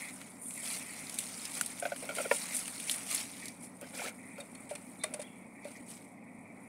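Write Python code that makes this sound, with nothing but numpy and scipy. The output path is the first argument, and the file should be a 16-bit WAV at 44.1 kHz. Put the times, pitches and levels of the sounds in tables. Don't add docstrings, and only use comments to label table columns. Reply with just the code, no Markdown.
import sys
import numpy as np
from scipy import signal
from scipy.fft import rfft, irfft, next_fast_len
from scipy.io import wavfile
from scipy.ndimage import uniform_filter1d, map_coordinates

SR = 44100
rng = np.random.default_rng(int(sys.argv[2]) if len(sys.argv) > 2 else 0)


def to_wav(sig):
    pcm = np.clip(np.atleast_2d(sig), -1, 1) * 32767
    pcm = np.round(pcm).astype(np.int16)
    wavfile.write(sys.argv[1], SR, pcm.T)


N = 294856
TIME = np.arange(N) / SR
RING = TIME[:SR // 5]
TOP_HZ = 15750

# frequency_hz, relative_density_db
AIR_SPECTRUM = [(25, -32), (72, -30.5), (105, -10.5), (170, 1.5), (260, -1.5), (370, -6.5), (580, -4),
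                (850, -6), (1000, -9), (1280, -16), (1550, -37), (2900, -35), (6000, -37), (15000, -52)]
# frequency_hz, relative_density_db
NARROW_BAND_SPECTRUM = [(1620, -39.5), (1830, -2.5), (2020, 1.5), (2300, 3.5), (2550, -5), (2850, -36),
                        (4000, -46)]
# start_s, length_s, level_db
NARROW_BAND_SWELLS = [(0.0, 0.079, -47), (.57, 0.51, -54), (2.3, 0.24, -56), (3.42, 0.058, -52.5),
                      (4.18, 0.18, -55), (5.55, 0.11, -57), (5.75, 0.011, -53.5), (6.17, 0.4, -67.5)]
NARROW_BAND_DB, NARROW_BAND_WAVER_DB, NARROW_BAND_WAVERS_PER_S = -63, 1.5, 26
NARROW_BAND_ATTACK_S, NARROW_BAND_T60_S = 0.0032, 0.21

FIRING_HZ = 8.6
# delay_s, relative_level_db
THUMPS = [(0, 1), (0.015, -3), (.04, -2), (.077, -2), (0.097, -11)]
# frequency_hz, relative_level_db, t60_s
THUMP_MODES = [(189.7, -9, 0.038), (249.3, -2.5, 0.04)]
# multiple_of_firing_rate, relative_level_db
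DRONE = [(12, -69.5), (15, -74.5), (18, -77), (21, -70), (22, -61), (26, -62.5), (29, -63.5), (30, -65.5),
         (32, -65.5), (33, -67.5)]
# time_s, pitch_hz, relative_level_db
CHIRP = [(5.22, 3150, -75), (5.245, 3260, -55), (5.268, 3510, -58), (5.282, 2730, -59), (5.31, 2610, -71)]

# frequency_hz, relative_density_db
BRUSH_SPECTRUM = [(2500, -35), (5000, -33), (7000, -10.5), (8300, 0), (9400, 3.5), (10400, -3),
                  (12000, -14.5), (14000, -18.5), (15800, -22)]
# frequency_hz, relative_density_db
CRUSH_SPECTRUM = [(250, -32), (600, -0.5), (1000, -1.5), (1600, -4), (2300, 7), (3000, 0), (4500, 0),
                  (6500, 0), (9000, -2), (15000, -13)]
# frequency_hz, relative_density_db
CLOTH_SPECTRUM = [(400, -12), (900, -6.5), (1350, 2.5), (1700, -3), (2300, -2.5), (2900, -27), (6000, -36)]
# time_s, level_db
STIR = [(0.0, -46.5), (0.43, -57), (0.59, -49), (0.99, -47), (1.54, -45.5), (1.88, -49), (2.16, -48.5),
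        (2.35, -44.5), (3.09, -46), (3.48, -59.5), (4.32, -57.5), (5.05, -56.5), (5.51, -64.5),
        (5.9, -60.5), (6.2, -70), (6.69, -62.5)]
STIR_DB = -1.5
# start_s, length_s, brushing_db, crushing_re_brushing_db, t60_s
STROKES = [(0.388, 0.21, -43.5, -37, 0.33), (0.606, 0.16, -41.5, -7.5, 0.35),
           (1.162, 0.077, -45, -5.5, 0.23), (1.522, 0.055, -38.5, -9, 0.14), (2.123, 0.1, -43.5, -6.5, .3),
           (2.28, 0.075, -40, -5.5, 0.51), (2.507, 0.051, -35, -12.5, 0.24),
           (2.849, 0.082, -38.5, -9.5, .25), (3.062, 0.13, -40, -3, 0.38), (3.28, 0.17, -53.5, -3.5, 0.61),
           (3.592, 0.06, -47.5, -13, 0.13), (3.823, 0.084, -57, -8, 0.33), (3.923, 0.17, -49, -0.5, 0.05),
           (4.677, 0.04, -62, -11, .3), (5.617, 0.14, -60, -4.5, 0.43), (5.858, 0.056, -50.5, -7.5, 0.54)]
STROKE_ATTACK_S = 0.047
CRUSH_EVEN_DB, CRUSH_GROWS = -39, 1.637
CLOTH_DB, CLOTH_GROWS = -55.5, 0.63
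# lowest_hz, highest_hz
BLADE_HZ = (2800, 11000)

# start_s, crack_db, body_re_crack_db, body_pitch_hz, t60_s
SNAPS = [(.214, -48, 7.5, 2220, 0.025), (0.508, -33.5, -7, 2420, 0.0061), (0.577, -37, -14, 4000, 0.022),
         (0.655, -35, -10, 3600, .014), (.7105, -32, -8, 4000, .01), (1.096, -31.5, -7, 4570, 0.014),
         (1.142, -33, -17, 3500, 0.024), (1.1869, -21.5, -11, 3550, 0.024), (1.453, -35, 1.5, 5190, 0.036),
         (1.6114, -17.5, -16, 2900, 0.012), (1.661, -28, -9, 4460, 0.029), (1.7991, -31, -14, 3450, 0.024),
         (1.9622, -37.5, 0, 2200, 0.018), (2.151, -33.5, -8, 3000, 0.022), (2.555, -33, -15, 5500, .02),
         (2.566, -25.5, -16, 5500, 0.067), (2.591, -27, -15, 6000, 0.028), (2.679, -30, -7.5, 2430, .022),
         (2.8, -33.5, -3, 3010, 0.035), (2.896, -27.5, 5.5, 3540, .012), (2.912, -23.5, -5.5, 5240, 0.052),
         (3.113, -25.5, -8, 4800, .014), (3.147, -23.5, -16, 5000, 0.056),
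         (3.456, -35.5, -3.5, 4600, 0.018), (3.482, -37, -0.5, 5700, 0.03), (3.812, -39, -16, 3000, 0.016)]
# frequency_hz, relative_density_db
STEM_SPECTRUM = [(900, -47), (3000, -28), (5000, -18), (7000, -8.5), (8600, 0.5), (9700, 3), (11000, -6.5),
                 (12500, -12), (15500, -24)]
# multiple_of_body_pitch, relative_density_db
WOOD_SPECTRUM = [(.08, -50), (.25, -18), (.55, -3.5), (1, 6), (1.5, -4), (3, -15), (8, -42)]
# start_s, level_db
STALK_BREAK = (1.6115, -24)
# frequency_hz, relative_level_db, t60_s
STALK_MODES = [(1430, 1, 0.016), (1800, -3, 0.0055), (2890, -7, 0.01)]

# frequency_hz, relative_density_db
SCRAPE_SPECTRUM = [(200, -28.5), (450, 2), (600, 5.5), (850, -4), (1150, -13.5), (1420, -1.5), (1750, -14),
                   (2300, 0.5), (3000, -14.5), (8000, -25.5)]
# start_s, length_s, level_db
DRAGS = [(1.565, 0.015, -45), (2.022, 0.041, -45.5), (2.085, 0.036, -47), (2.165, 0.044, -44.5),
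         (2.24, 0.014, -44.5), (3.812, 0.035, -48), (3.93, 0.055, -49.5), (3.985, 0.094, -43.5),
         (4.375, 0.019, -48)]
DRAG_ATTACK_S, DRAG_T60_S = 0.0052, 0.18
# start_s, body_level_db, lowest_mode_hz, brightness_db
KNOCKS = [(1.8235, -27, 578, 1), (1.8528, -24.5, 577, 3.5), (1.9192, -26.5, 567, 2),
          (2.0905, -31.5, 547, 7.5), (2.107, -36.5, 540, 8), (2.1835, -26, 538, 6.5),
          (2.201, -30.5, 525, -2), (2.253, -32, 540, 5), (3.826, -40.5, 493, -7), (3.993, -35.5, 552, 6.5),
          (4.017, -33.5, 690, -5), (4.059, -37.5, 660, 9)]
# multiple_of_lowest_mode, relative_level_db, t60_s
TRAP_MODES = [(1, 1.5, 0.045), (1.19, 4, 0.048), (2.52, -7, 0.05), (2.68, -2, 0.034), (4.1, -11.5, 0.021),
              (5.8, -16, 0.023)]
REBOUND_S = 0.00545
# start_s, body_level_db
CLACK = (2.312, -16.5)
# frequency_hz, relative_level_db, t60_s
CLACK_MODES = [(478, -3, 0.055), (572, -1, 0.062), (775, -16, 0.031), (960, -2, 0.053), (1405, -13, 0.082),
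               (1760, -11, 0.031), (1815, -1, 0.026), (2253, 0, 0.024), (2690, -11, 0.03),
               (3120, -20, 0.033)]

# start_s, shell_level_db, length_s, wall_re_shell_db
CRABS = [(4.401, -41.5, 0.015, -2.5), (4.55, -43.5, 0.0086, -2.5), (4.692, -43.5, 0.022, -4),
         (4.703, -44, 0.019, -15), (4.752, -36.5, 0.0094, -4), (5.0359, -25, 0.0085, -3.5),
         (5.138, -29, 0.01, -13.5), (5.194, -40, 0.015, -11), (5.216, -37, 0.014, -13),
         (5.646, -48, 0.0088, 2)]
# frequency_hz, relative_density_db
SHELL_SPECTRUM = [(900, -15.5), (2000, 0.5), (2900, -5), (4000, -7), (6500, -6), (8300, 3.5), (9600, 7.5),
                  (11500, -11), (15500, -32)]
# frequency_hz, relative_level_db, t60_s
WALL_MODES = [(1170, -10.5, .03), (2090, -6.5, 0.024), (2320, -12, 0.024), (2397, -1, 0.019),
              (3672, -6, 0.022), (4300, -8, 0.017)]
# start_s, boom_level_db, air_mode_hz
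SHAKES = [(4.378, -38, 567), (4.71, -31.5, 583), (5.0405, -31, 614), (5.127, -42, 603), (5.143, -35.5, 600),
          (5.191, -34, 594), (5.651, -33.5, 575)]
# multiple_of_air_mode, relative_level_db, t60_s
BOTTLE_MODES = [(.86, 4, 0.023), (1, -1, 0.13), (1.08, 3, .03), (1.6, -15.5, 0.081)]
# frequency_hz, wobble_knots_per_s, relative_level_db
SQUEAK = [(2240, 60, 1), (3600, 70, -2), (4000, 70, -5), (4400, 120, -15)]


def amp(db):
    return 10 ** (np.asarray(db) / 20)


def unit(x):
    return x / np.sqrt(np.mean(x ** 2) + 1e-20)


def crest(x):
    power = uniform_filter1d(x ** 2, size=SR // 1000)
    return x / np.sqrt(2 * power.max())


def curves(rows):
    s, *columns = np.transpose(rows)
    return [np.interp(TIME, s, column) for column in columns]


def wobble(rate):
    knots = rng.standard_normal(int(N * rate / SR) + 4)
    return map_coordinates(knots, [TIME * rate])


def colour(x, points):
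    size = 2 * next_fast_len(len(x) // 2 + 2048)
    hz, db = np.transpose(points)
    gain_db = np.interp(np.log(np.fft.rfftfreq(size, 1 / SR) + 1), np.log(hz), db)
    cepstrum = irfft(np.log(amp(gain_db)))
    cepstrum[1:size // 2] *= 2
    cepstrum[size // 2 + 1:] = 0
    response = np.exp(rfft(cepstrum))
    return irfft(rfft(x, size) * response)[:len(x)]


def noise(points):
    return unit(colour(rng.standard_normal(N), points))


def burst(spectrum, fade):
    return crest(colour(fade * rng.standard_normal(len(RING)), spectrum))


def grains(rate, spread_db, size):
    chance = rng.random(size)
    strength = np.minimum(rng.standard_normal(size), 2)
    sign = rng.choice([-1, 1], size)
    return unit((chance < rate / SR) * sign * amp(spread_db * strength))


def ring(modes, cycles, base_hz=1, tilt_db=0, scatter=1):
    out = np.zeros(len(RING))
    for k, (ratio, db, t60) in enumerate(modes):
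        turns = base_hz * ratio * RING
        octaves = np.log2(ratio / modes[0][0])
        level_db = db + tilt_db * octaves + rng.normal(0, 1)
        decay = amp(level_db - 60 * RING / t60)
        onset = 1 - np.exp(-(turns / cycles) ** 2)
        tone = np.sin(2 * np.pi * (turns + scatter * rng.random()))
        out += (-1) ** k * decay * onset * tone
    return crest(out)


def add(track, s, sound):
    part = track[max(0, round(s * SR)):][:len(sound)]
    part += sound[:len(part)]


def swells(rows, attack, t60s):
    power = np.zeros(N)
    for (s, length, db), t60 in zip(rows, np.broadcast_to(t60s, len(rows))):
        t = TIME[:round((length + t60) * SR)]
        rise = np.minimum(t / attack, 1)
        decay = amp(db - 60 * np.maximum(t - length, 0) / t60)
        add(power, s, (rise * decay) ** 2)
    return np.sqrt(power)


def patchy(x, depth_db):
    z = signal.stft(x, nperseg=512)[2]
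    field = uniform_filter1d(rng.standard_normal(z.shape), size=4, axis=0)
    field = uniform_filter1d(field, size=6, axis=1)
    return signal.istft(z * amp(depth_db * unit(field)), nperseg=512)[1][:N]


def rustle(spectrum, rate, spread_db, clump_db, smooth, patchy_db):
    clumps = amp(clump_db * np.minimum(wobble(110), 1))
    slips = unit(grains(rate, spread_db, N) * clumps)
    friction = slips + smooth * rng.standard_normal(N)
    return unit(colour(patchy(friction, patchy_db), spectrum))


def ticks(rate, spread_db, cycles):
    out, t = np.zeros(N), RING[:SR // 50]
    for when, pitch, strength, life in rng.random((int(rate * N / SR), 4)):
        turns = np.interp(pitch, [0, 1], BLADE_HZ) * t
        decay = amp(spread_db * strength ** 2 - 60 * turns / (cycles * (0.5 + life)))
        add(out, when * N / SR, decay * np.sin(2 * np.pi * turns))
    return unit(np.gradient(out))


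def air_and_narrow_band():
    swelling = swells(NARROW_BAND_SWELLS, NARROW_BAND_ATTACK_S, NARROW_BAND_T60_S)
    level = np.hypot(amp(NARROW_BAND_DB), swelling)
    waver = amp(NARROW_BAND_WAVER_DB * wobble(NARROW_BAND_WAVERS_PER_S))
    narrow_band = level * waver * unit(patchy(noise(NARROW_BAND_SPECTRUM), depth_db=2.5))
    return amp(-57) * noise(AIR_SPECTRUM) + narrow_band


def engine():
    firings = np.zeros(N)
    for s in np.arange(0.106, N / SR, 1 / FIRING_HZ):
        for delay, db in THUMPS:
            thump = ring(THUMP_MODES, cycles=0.83)
            add(firings, s + delay, amp(db + rng.normal(0, 1.25)) * thump)
    turns = FIRING_HZ * TIME + 0.0059 * wobble(2.07)
    drone = np.zeros(N)
    for order, db in DRONE:
        drone += amp(db) * np.sqrt(2) * np.sin(2 * np.pi * (order * turns + rng.random()))
    return amp(-44.5) * firings + amp(-2.0) * drone


def bird():
    hz, db = curves(CHIRP)
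    sounding = (TIME > CHIRP[0][0]) * (TIME < CHIRP[-1][0])
    call = amp(db) * np.sin(2 * np.pi * np.cumsum(hz) / SR) * sounding
    reeds = rng.standard_normal(len(RING)) * amp(-60 * RING / 0.83)
    blurred = signal.fftconvolve(call, reeds / np.linalg.norm(reeds))[:N]
    return amp(-3) * call + amp(-5) * blurred


def grass():
    stir_db = curves(STIR)[0] + STIR_DB
    effort_db = stir_db - CRUSH_EVEN_DB
    s, length, db, crush_db, t60 = np.transpose(STROKES)
    brushed = swells(np.transpose([s, length, db]), STROKE_ATTACK_S, t60)
    crushed = swells(np.transpose([s, length, db + crush_db]), STROKE_ATTACK_S, t60)
    brushing = np.hypot(amp(stir_db), brushed)
    crushing = np.hypot(amp(CRUSH_EVEN_DB + CRUSH_GROWS * effort_db), crushed)
    hiss = amp(-0.6) * rustle(BRUSH_SPECTRUM, rate=800, spread_db=1.5, clump_db=4,
                              smooth=0.83, patchy_db=3.0)
    crackle = amp(2.5) * rustle(CRUSH_SPECTRUM, rate=900, spread_db=2.5, clump_db=4,
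                                smooth=0.78, patchy_db=2.5)
    flicks = amp(-3) * ticks(rate=300, spread_db=17, cycles=31)
    sleeve_level = amp(CLOTH_DB + CLOTH_GROWS * effort_db + 1.5 * wobble(24))
    sleeves = sleeve_level * noise(CLOTH_SPECTRUM)
    return brushing * hiss + crushing * (crackle + flicks) + sleeves


def snaps():
    out = np.zeros(N)
    for s, db, body_db, hz, t60 in SNAPS:
        fade = amp(-60 * RING / t60) + amp(-16 - 60 * RING / 0.12)
        wood = [(ratio * hz, level_db) for ratio, level_db in WOOD_SPECTRUM]
        crack = burst(STEM_SPECTRUM, fade)
        body = amp(body_db) * burst(wood, fade)
        add(out, s, amp(db) * (crack + body))
    s, db = STALK_BREAK
    add(out, s, amp(db) * ring(STALK_MODES, cycles=0.7, scatter=0.083))
    return out


def trap():
    scrape = rustle(SCRAPE_SPECTRUM, rate=600, spread_db=2.0, clump_db=2.5, smooth=0.84, patchy_db=4)
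    out = swells(DRAGS, DRAG_ATTACK_S, DRAG_T60_S) * scrape
    for s, db, hz, bright_db in KNOCKS:
        body = ring(TRAP_MODES, cycles=1.5, base_hz=hz, tilt_db=bright_db, scatter=0.054)
        grit = amp(bright_db - 12) * burst(SCRAPE_SPECTRUM, amp(-60 * RING / 0.11))
        add(out, s, amp(db) * (body + grit))
        rebound = ring(TRAP_MODES[:2], cycles=1.5, base_hz=hz, scatter=0.11)
        add(out, s + REBOUND_S, amp(db - 5.5) * rebound)
    s, db = CLACK
    grit = amp(-6) * burst(SCRAPE_SPECTRUM, amp(-60 * RING / 0.08))
    add(out, s, amp(db) * (ring(CLACK_MODES, cycles=2.15) + grit))
    return out


def squeak():
    slide = np.zeros(N)
    for hz, knots_per_s, db in SQUEAK:
        slide += amp(db) * wobble(knots_per_s) * np.sin(2 * np.pi * hz * TIME)
    return unit(slide) * amp(-50.5) * np.exp(-((TIME - 5.017) / 0.02) ** 2)


def crabs():
    out = np.zeros(N)
    for s, db, length, wall_db in CRABS:
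        fade = np.exp(-(RING / length) ** 4) + amp(-9.5 - 60 * RING / 0.14)
        flurry = grains(6000, 2.1, len(RING)) * fade
        shell = crest(colour(flurry, SHELL_SPECTRUM))
        wall = signal.fftconvolve(flurry, ring(WALL_MODES, cycles=1.0))[:len(RING)]
        add(out, s, amp(db) * (shell + amp(wall_db) * crest(wall)))
    for s, db, hz in SHAKES:
        boom = ring(BOTTLE_MODES, cycles=1.14, base_hz=hz)
        slide = amp(-13.0) * burst(SCRAPE_SPECTRUM, amp(-60 * RING / 0.45))
        add(out, s, amp(db) * (boom + slide))
    return out


def scene():
    background = air_and_narrow_band() + engine() + bird()
    handling = grass() + snaps() + trap()
    catch = squeak() + crabs()
    return (background + handling + catch)[None]


def record(dry):
    size = next_fast_len(N + SR // 2)
    passband = np.fft.rfftfreq(size, 1 / SR) < TOP_HZ
    return irfft(rfft(dry, size) * passband, size)[:, :N]


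dry = scene()
out = record(dry)
to_wav(out)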